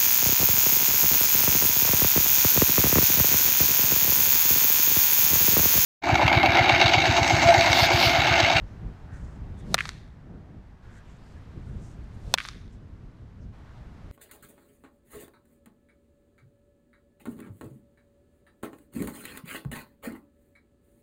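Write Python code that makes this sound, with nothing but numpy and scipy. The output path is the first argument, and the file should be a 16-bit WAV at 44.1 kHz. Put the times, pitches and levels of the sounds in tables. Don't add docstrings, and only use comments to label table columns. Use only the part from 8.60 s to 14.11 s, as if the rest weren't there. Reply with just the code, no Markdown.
import sys
import numpy as np
from scipy import signal
from scipy.fft import rfft, irfft
from scipy.io import wavfile

SR = 44100
rng = np.random.default_rng(int(sys.argv[2]) if len(sys.argv) > 2 else 0)


def wav_out(sig):
    wavfile.write(sys.argv[1], SR, np.round(np.clip(np.atleast_2d(sig).T, -1, 1) * 32767).astype(np.int16))


N = 243111
TIME = np.arange(N) / SR
AGE = TIME[:SR]
SNAP_DB = 10
CLIP_LEVEL = 0.51

# (contact [s], factor on the modes' decay times [1], delay of the ground bounce [s],
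# nearby scatter [dB], swish peak [dB], time constant of the swish's rise [s])
SWINGS = [(1.1431, 0.94, .00146, -3.5, -45, 0.045), (3.7397, 0.94, .00117, -6, -50, 0.097)]
# (start [s], distant traffic [dB], tyre roar [dB])
STRETCHES = [(0, -51, -60), (2.221, -50.5, -72), (4.923, -50, -63.5)]


def undb(db):
    return 10 ** (np.asarray(db) / 20)


def log_gain(points, size):
    hz, db = np.transpose(points)
    bins = np.maximum(np.fft.rfftfreq(size, 1 / SR), 1)
    return np.log(undb(np.interp(np.log(bins), np.log(hz), db)))


def noise(points, size=N):
    spectrum = rfft(rng.standard_normal(size)) * np.exp(log_gain(points, size))
    x = irfft(spectrum, size)
    return x / x.std()


def pulse(points, size=1024):
    cepstrum = irfft(log_gain(points, size))
    cepstrum[1:size // 2] *= 2
    cepstrum[size // 2 + 1:] = 0
    return unit(irfft(np.exp(rfft(cepstrum))))


def unit(x):
    return x / np.sqrt(np.sum(x ** 2))


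def band(x, low_hz, high_hz, order=2):
    edges = [low_hz, np.clip(high_hz, low_hz + 20, SR / 2 - 20)]
    return signal.sosfilt(signal.butter(order, edges, "bandpass", fs=SR, output="sos"), x)


def add(out, x, s):
    i = max(int(round(s * SR)), 0)
    out[i:i + len(x)] += x[:len(out) - i]


def decay(t, t60):
    return np.exp(-np.log(1000) * t / t60)


def swell(s, half):
    return np.exp(-np.minimum(((TIME - s) / half) ** 2, 20))


def scatter(t60, size=4096):
    t = TIME[:size]
    onset = 1 - np.exp(-t / 0.001)
    return unit(rng.standard_normal(size) * decay(t, t60) * onset)


def wind():
    # (frequency [Hz], level [dB])
    rumble_spectrum = [(12, -17), (24, -1), (40, 7), (70, 5), (100, 3.5), (135, -10.5), (250, -59),
                       (1500, -110)]
    buffet_spectrum = [(70, -14), (115, -0.5), (180, -4), (260, -10.5), (400, -18), (700, -30.5),
                       (1500, -88.5), (5000, -110)]
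    # (frequency [Hz], level [dB])
    eddies = [(1, -2), (6, 9), (14, -2), (40, -52.5), (150, -130)]
    # (time [s], rumble level [dB])
    breeze_levels = [(0, -46), (.42, -46.5), (.8, -41.5), (1.3, -39), (1.6, -44), (2.1, -45), (2.3, -50.5),
                     (2.85, -47), (3.4, -44), (3.85, -44.5), (4.3, -39.5), (4.65, -42.5), (5.03, -50.5),
                     (5.5, -44.5)]
    # (peak [s], half length to 1/e [s], rumble level [dB], buffeting relative to the rumble [dB],
    # pitch factor of the buffeting [1])
    gusts = [(0.039, 0.025, -37.5, -11, 1.1), (0.252, 0.071, -38, -3.5, 1), (0.546, 0.035, -35.5, -5, 0.89),
             (0.637, 0.028, -35, -13, 1), (0.84, 0.071, -40, -13, 1), (1.116, 0.084, -45.5, 9, 1.04),
             (1.741, 0.087, -48, 8.5, 1.32), (1.929, 0.082, -49.5, 8, 1.1),
             (2.977, 0.024, -37.5, -2.5, 1.01), (3.152, 0.14, -37.5, -5, .95), (3.571, 0.011, -32, -20, 1),
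             (3.683, 0.056, -36.5, -17, 0.94), (3.965, 0.024, -45, 2.5, 1.07),
             (4.132, 0.045, -45.5, 1, 1.07), (4.85, 0.08, -39, -1.5, .95)]
    breeze_buffet_db = -3.5
    flutter_db = 1

    breeze = undb(np.interp(TIME, *np.transpose(breeze_levels)))
    rumble_power = breeze ** 2
    buffet = breeze * undb(breeze_buffet_db) * noise(buffet_spectrum)
    for s, half, db, buffet_db, pitch in gusts:
        gust = undb(db) * swell(s, half)
        rumble_power = rumble_power + gust ** 2
        air = noise([(hz * pitch, level) for hz, level in buffet_spectrum], size=SR)
        buffet = buffet + undb(buffet_db) * gust * np.resize(air, N)
    flutter = undb(flutter_db * noise(eddies))
    rumble = noise(rumble_spectrum) * np.sqrt(rumble_power)
    return flutter * (rumble + buffet)


def traffic():
    # (frequency [Hz], level [dB])
    traffic_spectrum = [(100, 15.5), (300, -0.5), (600, -2.5), (1000, -3.5), (1650, -6.5), (2400, -13),
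                        (4000, -18), (7500, -27), (10000, -34), (14000, -38.5), (15500, -62.5)]
    tyre_spectrum = [(300, -13.5), (600, 1.5), (800, 1.5), (1200, -6), (2000, -9.5), (5000, -42)]
    starts, traffic_db, tyres_db = np.transpose(STRETCHES)
    stretch = np.searchsorted(starts[1:], TIME)
    waver_db = 0.44 * noise([(1, 13.0), (4, -28.5), (20, -27.0), (100, -92.5)])
    distant = noise(traffic_spectrum) * undb(traffic_db[stretch])
    tyres = noise(tyre_spectrum) * undb(tyres_db[stretch])
    return (distant + tyres) * undb(waver_db)


def soft_swells():
    # (peak [s], half length to 1/e [s], peak level [dB],
    # centre [Hz], width as a share of the centre [1])
    swells = [(0.117, 0.068, -75.5, 5700, 0.32), (.33, 0.022, -84, 5300, .3), (.56, 0.074, -60, 1550, .35),
              (.563, 0.041, -71.5, 6900, 0.44), (.69, 0.073, -67.5, 6700, 0.48),
              (0.995, 0.022, -67.5, 7360, 0.47), (1.004, 0.053, -69, 3500, 0.11),
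              (1.69, 0.13, -61, 1446, 0.3), (2.271, 0.062, -62, 1540, 0.18),
              (2.353, .04, -70.5, 7000, 0.35), (2.37, .05, -62.5, 1660, 0.35), (2.5, 0.047, -68, 2500, .45),
              (2.518, 0.047, -71.5, 6660, 0.3), (2.66, 0.063, -73.5, 4900, .2),
              (2.7, 0.085, -73.5, 6200, .6), (2.781, 0.02, -66, 1730, 0.087), (3.07, 0.08, -75, 7650, 0.41),
              (3.268, 0.092, -70, 6800, 0.48), (3.442, 0.011, -71, 6300, .6),
              (3.55, 0.019, -72.5, 8500, 0.5), (4.138, 0.032, -71, 6700, 0.53),
              (4.829, 0.023, -69, 5396, 0.36), (5.122, 0.067, -59.5, 1090, 0.84),
              (5.17, .06, -70.5, 3380, 0.56)]
    grain_db = 4 * noise([(1, 2.5), (120, -31), (500, -58)])
    grainy = rng.standard_normal(N) * undb(grain_db)
    out = np.zeros(N)
    for s, half, db, hz, width in swells:
        near = np.abs(TIME - s) < 0.3
        colour = band(grainy[near], hz * (1 - min(width, 1) / 2), hz * (1 + width / 2))
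        out[near] += undb(db) * swell(s, half)[near] * colour / colour.std()
    return out


def swish(s, db, rise, air):
    speed = np.exp(np.minimum((TIME - s) / rise, (s - TIME) / 0.025))
    return undb(db) * speed * air


def crack(swing, snap, ring_length, ground_s, near_db):
    # (frequency [Hz],
    # 60 dB decay time before the swing's factor [s], first swing [dB], second swing [dB])
    bat_modes = [(180.9, .049, -23.5, -31), (315, 0.012, -19.5, -22), (480, .0085, -10.5, -15),
                 (680, .0107, -10, -11), (990, .012, -22, -10), (1180, 0.034, -19.5, -23.5),
                 (1425, 0.019, -10, -25.5), (1490, 0.019, -20, -16), (1700, .0104, -19.5, -25.3),
                 (1760, .032, -20.3, -25), (2218, 0.0073, -13.8, -14.7), (2550, .0157, -26.7, -15.2),
                 (3460, .0185, -20.5, -10.5), (3677, .016, -9.8, -11), (4314, .0092, -12.5, -14),
                 (5320, .0045, -5.6, -4.3), (6300, .0083, -10.1, -10.7), (7760, .0075, -15, -12.5),
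                 (9360, .0026, -11.5, -18)]
    ground_db, ground_hz = -2, 7000
    near_t60_s, near_hz = 0.021, 2960
    yard_db, yard_t60_s = -30, 0.12

    out = np.zeros(SR)
    for k, (hz, t60, *db) in enumerate(bat_modes):
        sign = (-1) ** k
        out += sign * undb(db[swing]) * np.sin(2 * np.pi * hz * AGE) * decay(AGE, t60 * ring_length)
    add(out, snap, 0)
    add(out, undb(ground_db) * band(snap, 190, ground_hz), ground_s)
    clouds = undb(near_db) * scatter(near_t60_s) + undb(yard_db) * scatter(yard_t60_s)
    add(out, band(signal.fftconvolve(snap, clouds), 350, near_hz, order=1), 0.003)
    return out


def bat_colour(swing):
    # (frequency [Hz], first swing [dB], second swing [dB])
    resonances = [(600, 2.5, 1), (1000, -1, -1), (1350, -0.5, 1), (1800, 4, 0.5), (2200, 0, 0),
                  (2670, -5, -4), (3130, -6, -3), (3540, -0.5, 1.5), (4300, 2.5, 1), (5300, -3.5, 0),
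                  (6400, 0, 0), (7400, -1, -3.5), (9000, 0, 0)]
    return pulse([(hz, db[swing]) for hz, *db in resonances])


def relief(x):
    slowest_hz = 4300
    spread_s = 0.00025
    b, a = signal.iirpeak(slowest_hz, np.pi * slowest_hz * spread_s, fs=SR)
    return x - 2 * signal.lfilter(b, a, x)


def echoes(snap):
    # (time [s], level [dB], low edge [Hz], high edge [Hz],
    # scatter [dB], full-band share [dB], ground bounce [dB])
    reflections = [(1.1702, -22.5, 1180, 2700, -3, -17, -15), (1.1804, -7.5, 1150, 2960, -1.5, -17, -21),
                   (1.1883, 0, 1400, 2960, -5, -20.5, -25), (1.2, -17, 1400, 3200, -2, -17, -22),
                   (1.2059, -8.5, 2010, 3350, -1, -23, -20), (1.2069, 3.5, 1480, 2250, -9.5, -23, -24),
                   (1.2546, -13.5, 750, 4300, -5, -26, -24), (1.2915, -14.5, 700, 6800, -16, -4, -24),
                   (3.777, -14, 1100, 3000, 0, -13.5, -19), (3.7845, -2, 1350, 3300, -9, -16.5, -22),
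                   (3.799, -26, 1400, 3800, 4, -18, -13), (3.803, -7, 1330, 3100, -9, -16, -20),
                   (3.812, -20, 1300, 2800, -3, -31, -15), (3.8514, -14.5, 720, 3400, -7, -19, -22),
                   (3.887, -17, 850, 6500, -11, -9.5, -9)]
    outfield_s = 0.09
    ground_s = 0.00087
    glance_hz = 9000

    out, contacts = np.zeros(N), np.array(SWINGS)[:, 0]
    for s, db, low_hz, high_hz, scatter_db, glance_db, ground_db in reflections:
        swing = np.searchsorted(contacts, s) - 1
        wall = undb(scatter_db) * scatter(t60=0.029)
        wall[0] += 1
        back = relief(signal.fftconvolve(snap, wall))
        if s - contacts[swing] > outfield_s:
            back = signal.fftconvolve(back, bat_colour(swing))
        own_band = band(band(back, low_hz, high_hz), 570, 15000)
        glance = undb(glance_db) * band(back, 300, glance_hz, order=1)
        echo = undb(db) * (own_band + glance)
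        add(out, echo, s)
        add(out, undb(ground_db) * echo, s + ground_s)
    return out


def field(swing):
    # (frequency [Hz], level [dB])
    field_spectrum = [(200, -38.5), (600, -17), (1100, -1), (1800, 0.5), (2700, 0.5), (3600, 0),
                      (4700, -5.5), (6000, -7), (9000, -17), (12000, -25), (14500, -38), (16000, -65)]
    level_db = -14.5
    delay_s, bloom_s = 0.0374, 0.12
    t60_s, treble_t60_s = 0.63, 0.56
    grain_db = 3 * noise([(1, -3), (400, 11.5), (1500, -49.0)], size=SR)

    glints = rng.standard_normal(SR) * undb(grain_db)
    response = np.convolve(pulse(field_spectrum), bat_colour(swing))
    wash = signal.fftconvolve(glints, response)[:SR]
    treble = band(wash, 4500, 16000, order=1)
    fade_age = np.maximum(AGE - bloom_s, 0)
    tail = (wash - treble) * decay(fade_age, t60_s) + treble * decay(fade_age, treble_t60_s)
    onset = np.clip((AGE - delay_s) / 0.011, 0, 1)
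    return undb(level_db + SNAP_DB) * unit(tail * onset)


def railings(snap, count=9):
    tick_db, low_hz = -30.5, 6000
    first_s, last_s = 0.055, 0.14
    out, tick = np.zeros(SR), band(snap, low_hz, 12500)
    for place, strength in rng.random((count, 2)):
        add(out, undb(tick_db) * strength * tick, first_s + place * (last_s - first_s))
    return out


def batting():
    # (frequency [Hz], level [dB])
    swish_spectrum = [(100, -33), (250, -1.5), (500, 7), (1000, -6), (2000, -16.5), (4000, -13),
                      (7500, -17.5), (11000, -26), (14500, -37), (16000, -60)]
    # (frequency [Hz], level [dB])
    snap_spectrum = [(60, -20), (200, -3), (450, -6.5), (800, 1.2), (1500, -.5), (3000, 1.13), (4200, 4.5),
                     (6000, -5.2), (9000, -2.5), (15000, -2.5)]
    # (frequency [Hz], level [dB])
    far_snap_spectrum = [(100, -9.5), (400, -1), (800, 2.5), (1200, 4), (1800, 1.5), (3000, -0.5),
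                         (4200, 0), (6000, 0), (9000, -5), (12000, -12), (14500, -15), (16000, -35)]
    out, air = np.zeros(N), noise(swish_spectrum)
    snap = undb(SNAP_DB) * pulse(snap_spectrum)
    far_snap = undb(SNAP_DB) * pulse(far_snap_spectrum)
    for swing, (s, ring_length, ground_s, near_db, swish_db, rise) in enumerate(SWINGS):
        out += swish(s, swish_db, rise, air)
        add(out, crack(swing, snap, ring_length, ground_s, near_db), s)
        add(out, field(swing) + railings(far_snap), s)
    return out + echoes(far_snap)


def scene():
    return (wind() + traffic() + soft_swells() + batting())[None]


def record(dry):
    duck_db, duck_s = -5, 0.0089
    top_hz = 16300
    starts = [int(s * SR) for s, *_ in STRETCHES[1:]]
    parts = np.split(np.abs(dry[0]), starts)
    peak_so_far = np.concatenate([np.maximum.accumulate(part) for part in parts])
    overloaded = peak_so_far > CLIP_LEVEL
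    pole = np.exp(-1 / (duck_s * SR))
    gain = undb(duck_db * signal.lfilter([1 - pole], [1, -pole], overloaded))
    out = np.clip(dry * gain, -CLIP_LEVEL, CLIP_LEVEL)
    return signal.sosfilt(signal.ellip(8, 0.2, 70, top_hz, fs=SR, output="sos"), out)


dry = scene()
out = record(dry)
wav_out(out)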